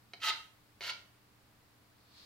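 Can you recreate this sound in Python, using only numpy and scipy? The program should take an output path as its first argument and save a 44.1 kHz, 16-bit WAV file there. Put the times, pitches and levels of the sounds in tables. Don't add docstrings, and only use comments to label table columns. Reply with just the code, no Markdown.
import sys
import numpy as np
from scipy import signal
from scipy.fft import rfft, irfft
from scipy.io import wavfile

SR = 44100
rng = np.random.default_rng(int(sys.argv[2]) if len(sys.argv) > 2 else 0)


def put_to_file(sound):
    columns = np.atleast_2d(sound).T
    safe = np.clip(columns, -1, 1)
    whole_steps = np.round(safe * 32767)
    wavfile.write(sys.argv[1], SR, whole_steps.astype(np.int16))


N = 99225
TIME = np.arange(N) / SR

# (frequency [Hz], relative density [dB per Hz])
AIR_COLOUR = [(20, -11), (40, -27), (62, -8), (85, -5), (120, -10.5), (160, -12.5), (200, -7.5), (300, -15),
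              (345, -18), (400, -13.5), (550, -16.5), (1000, -15), (1750, -18), (3200, -22.5), (4600, -22),
              (6000, -28), (10000, -29), (15500, -28)]
AIR_DB = -66
# (frequency [Hz], likeness [-1 to 1])
AIR_LIKENESS = [(30, 0.84), (120, 0.71), (400, 0.55), (1000, 0.16), (3000, 0.042), (15000, 0.017)]
# (frequency [Hz], level [dB])
HUM_TONES = [(118.6, -74), (302, -79.5)]
HUM_WAVER_DEPTH, HUM_WAVER_HZ = 0.25, 12

# (time [s], contact level [dB], room send against the tap [dB])
TAPS = [(0.135, -27.5, -2), (.808, -27.5, 2.5)]
CHATTER_DB, CHATTER_S = -15, .005
# (frequency [Hz], relative level [dB])
TAP_BODY = [(100, -14), (330, -13.5), (480, -13), (750, -4), (1130, -3.5), (1600, 0.5), (2400, 4),
            (3400, -4), (4700, -1), (5600, -1.5), (7000, -19), (9000, -15.5), (16000, -28)]
# (frequency [Hz], width [Hz], first stroke lift [dB], second stroke lift [dB], tap lift [dB])
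BOARD_MODES = [(388, 30, 14, 13, 22), (480, 26, -10, 13, 14), (575, 36, 9, 20, 19), (700, 45, 20, 21, 17),
               (884, 28, 28, 26, 9), (995, 36, 9, 19, 6), (1279, 26, 23, 5, 7), (1392, 42, 10, 18, 9),
               (1845, 50, 9, 6, 7), (1990, 63, 8, -6, -10), (2120, 55, 7, 13, 2), (2255, 72, -4, 11, 5),
               (2545, 27, 14, -4, 4), (2770, 79, 9, 9, -3), (2965, 78, 6, 9, 8), (3200, 70, 12, 5, -1),
               (3690, 57, 6, -4, 0), (3980, 260, 5, 4, 15), (4460, 85, 2, 9, 6), (4800, 112, 4, -10, 1)]

# (time [s], force on the board [dB], hiss of the edge [dB])
STROKES = [
    [(.2, -58.5, -88.5), (.213, -57, -65), (.224, -41, -62), (.249, -33, -46.5), (.28, -34, -49),
     (.297, -31, -50.5), (.302, -30, -67), (.308, -34, -87)],
    [(.809, -57, -63), (.82, -45.5, -64), (.846, -45.5, -60), (.878, -39, -55), (.887, -40.5, -55.5),
     (.904, -34.5, -61), (.911, -81, -81)],
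]
SLIPS_PER_S, SLIP_SPREAD_DB, RUB_SHARE = 1400, 4, .55
# (frequency [Hz], relative level [dB])
SCRAPE_BODY = [(100, -35), (330, -20), (480, -19), (750, -25.5), (1130, -10), (1600, -1), (2400, -2.5),
               (3400, -0.5), (4700, -0.5), (5600, -7), (7000, -12), (10000, -18.5), (16000, -38)]

# (frequency [Hz], relative level [dB])
EDGE_BODY = [(100, -58), (3000, -34), (6000, 15), (8000, -9), (9700, -0.5), (12500, 3.5), (16000, -2.5)]
# (frequency [Hz], width [Hz], lift [dB])
BLADE_MODES = [(7210, 50, 7), (8980, 60, 10), (10300, 50, 6), (11900, 200, 6), (13650, 150, 4)]
EDGE_LIKENESS, EDGE_LEAN_DB = 0.22, 3.5

# (frequency [Hz], 60 dB decay time [s], level against the direct sound [dB])
ROOM = [(200, 0.36, -6), (720, 0.5, -1), (1460, .38, -2), (2600, .42, -2.5), (4670, 0.31, 1),
        (6900, 0.47, -7), (11500, 0.7, -10.5)]
ROOM_GAP_S, EARLY_DB, EARLY_S = 0.0072, -5.5, 0.0079
# (frequency [Hz], likeness [-1 to 1])
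ROOM_LIKENESS = [(100, 0.46), (500, 0.69), (1000, 0.22), (2000, 0.14), (4000, 0), (15000, 0.34)]
ROOM_WIDTH_FACTOR, ROOM_PEAK_DB = 1.4, -3
# (frequency [Hz], left minus right [dB])
KNIFE_LEAN = [(300, 1), (850, 1.5), (1300, -1.7), (2500, -2.7), (4000, -1), (6000, 0), (9000, 1.5),
              (14000, 2.5)]
LEFT_LEADS_S = .00003

# (time [s], level [dB])
SLEEVE_LEVEL = [(1.95, -80), (2.09, -71), (2.18, -58.5), (2.25, -59.5)]
# (frequency [Hz], relative level [dB])
SLEEVE_BODY = [(100, -6), (300, -12), (1400, -6.5), (2200, -9.5), (3300, -2.5), (4300, 4.5), (4900, -0.5),
               (5900, -10.5), (9000, -20), (16000, -23)]
CUTOFF_HZ = 15850


def amp(db):
    return 10 ** (np.asarray(db) / 20)


def unit(x):
    return x / np.sqrt(np.mean(x ** 2) + 1e-20)


def read(points, hz, column=1):
    rows = np.array(points, float)
    return np.interp(np.log(hz + 1), np.log(rows[:, 0] + 1), rows[:, column])


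def level(points, column=1):
    rows = np.array(points, float)
    db = np.interp(TIME, rows[:, 0], rows[:, column], left=-np.inf, right=-np.inf)
    return amp(db)


def noise():
    return rng.standard_normal(N)


def ring(body, modes, size=16384):
    hz = np.fft.rfftfreq(size, 1 / SR)
    lift = 1 + sum(amp(db) ** 2 / (1 + ((hz - f) / width) ** 2) ** 2 for f, width, db in modes)
    magnitude = amp(read(body, hz)) * np.sqrt(lift)
    cepstrum = irfft(np.log(magnitude))
    cepstrum[1:size // 2] *= 2
    cepstrum[size // 2 + 1:] = 0
    response = irfft(np.exp(rfft(cepstrum)))[:size // 2]
    return response / np.linalg.norm(response)


def through(x, response):
    return signal.fftconvolve(x, response)[:N]


def diffuse(body, likeness):
    hz = np.fft.rfftfreq(N, 1 / SR)
    left, other = rfft(noise()), rfft(noise())
    same = np.clip(read(likeness, hz), -1, 1)
    right = same * left + np.sqrt(1 - same ** 2) * other
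    return unit(irfft(np.array([left, right]) * amp(read(body, hz)), N))


def air():
    return amp(AIR_DB) * diffuse(AIR_COLOUR, AIR_LIKENESS)


def hum():
    out = np.zeros(N)
    for hz, db in HUM_TONES:
        drift = np.zeros(N, complex)
        for _ in range(10):
            cycles = HUM_WAVER_HZ * rng.normal() * TIME + rng.random()
            drift += np.exp(2j * np.pi * cycles) / np.sqrt(10)
        tone = (1 + HUM_WAVER_DEPTH * drift) * np.exp(2j * np.pi * hz * TIME)
        out += amp(db) * unit(tone.real)
    return out


def tap(start, db):
    fade = (TIME > start) * np.exp(-((TIME - start) / CHATTER_S) ** 2)
    force = amp(CHATTER_DB) * noise() * fade
    force[round(start * SR)] += 1
    modes = [(f, width, lifts[-1]) for f, width, *lifts in BOARD_MODES]
    return amp(db) * through(force, ring(TAP_BODY, modes))


def friction():
    strength = amp(SLIP_SPREAD_DB * np.clip(noise(), -2, 2))
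    slips = (rng.random(N) < SLIPS_PER_S / SR) * strength
    return unit(unit(slips - slips.mean()) + RUB_SHARE * noise())


def scrapes():
    direct = sent = np.zeros(N)
    for k, stroke in enumerate(STROKES):
        force = friction() * level(stroke)
        modes = [(f, width, lifts[k]) for f, width, *lifts in BOARD_MODES]
        blunt = [(f, width * ROOM_WIDTH_FACTOR, db + ROOM_PEAK_DB) for f, width, db in modes]
        direct = direct + through(force, ring(SCRAPE_BODY, modes))
        sent = sent + through(force, ring(SCRAPE_BODY, blunt))
    return direct, sent


def edge():
    force = sum(level(stroke, column=2) for stroke in STROKES)
    blade = ring(EDGE_BODY, BLADE_MODES)
    left = through(friction() * force, blade)
    other = through(friction() * force, blade)
    same, lean = np.clip(EDGE_LIKENESS, 0, 1), amp(EDGE_LEAN_DB / 2)
    right = same * left + np.sqrt(1 - same ** 2) * other
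    return left * lean, right / lean


def kitchen(size=32768):
    t = np.arange(size) / SR
    hz, at, bands = signal.stft(rng.standard_normal(size), SR, nperseg=256)
    t60 = np.maximum(read(ROOM, hz), .05)[:, None]
    decay = np.exp(-np.log(1000) * at / t60)
    energy_scale = np.sqrt(2 * np.log(1000) / t60 / SR)
    bands = bands * amp(read(ROOM, hz, column=2))[:, None] * decay * energy_scale
    fade_in = np.clip(t / ROOM_GAP_S - .5, 0, 1)
    tail = signal.istft(bands, SR, nperseg=256)[1][:size] * fade_in
    sparse = rng.standard_normal(size) * (rng.random(size) < .05)
    early = sparse * t * np.exp(-2 * t / EARLY_S)
    return tail + amp(EARLY_DB) * early / np.linalg.norm(early)


def knife():
    direct, sent = scrapes()
    for start, db, room_db in TAPS:
        hit = tap(start, db)
        direct, sent = direct + hit, sent + amp(room_db) * hit
    hz = np.fft.rfftfreq(N, 1 / SR)
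    same = np.clip(read(ROOM_LIKENESS, hz), -1, 1)
    shared = rfft(kitchen(), N) * np.sqrt((1 + same) / 2)
    apart = rfft(kitchen(), N) * np.sqrt((1 - same) / 2)
    left_hiss, right_hiss = edge()
    left = rfft(direct + left_hiss) + rfft(sent + left_hiss) * (shared + apart)
    right = rfft(direct + right_hiss) + rfft(sent + right_hiss) * (shared - apart)
    lean = amp(read(KNIFE_LEAN, hz) / 2)
    advance = np.exp(2j * np.pi * hz * LEFT_LEADS_S)
    return irfft([left * lean * advance, right / lean], N)


def sleeve():
    return level(SLEEVE_LEVEL) * diffuse(SLEEVE_BODY, AIR_LIKENESS)


def scene():
    return air() + hum() + knife() + sleeve()


def record(dry):
    lowpass = signal.firwin(701, CUTOFF_HZ, window=("kaiser", 9), fs=SR)
    return signal.oaconvolve(dry, lowpass[None], "same")


dry = scene()
out = record(dry)
put_to_file(out)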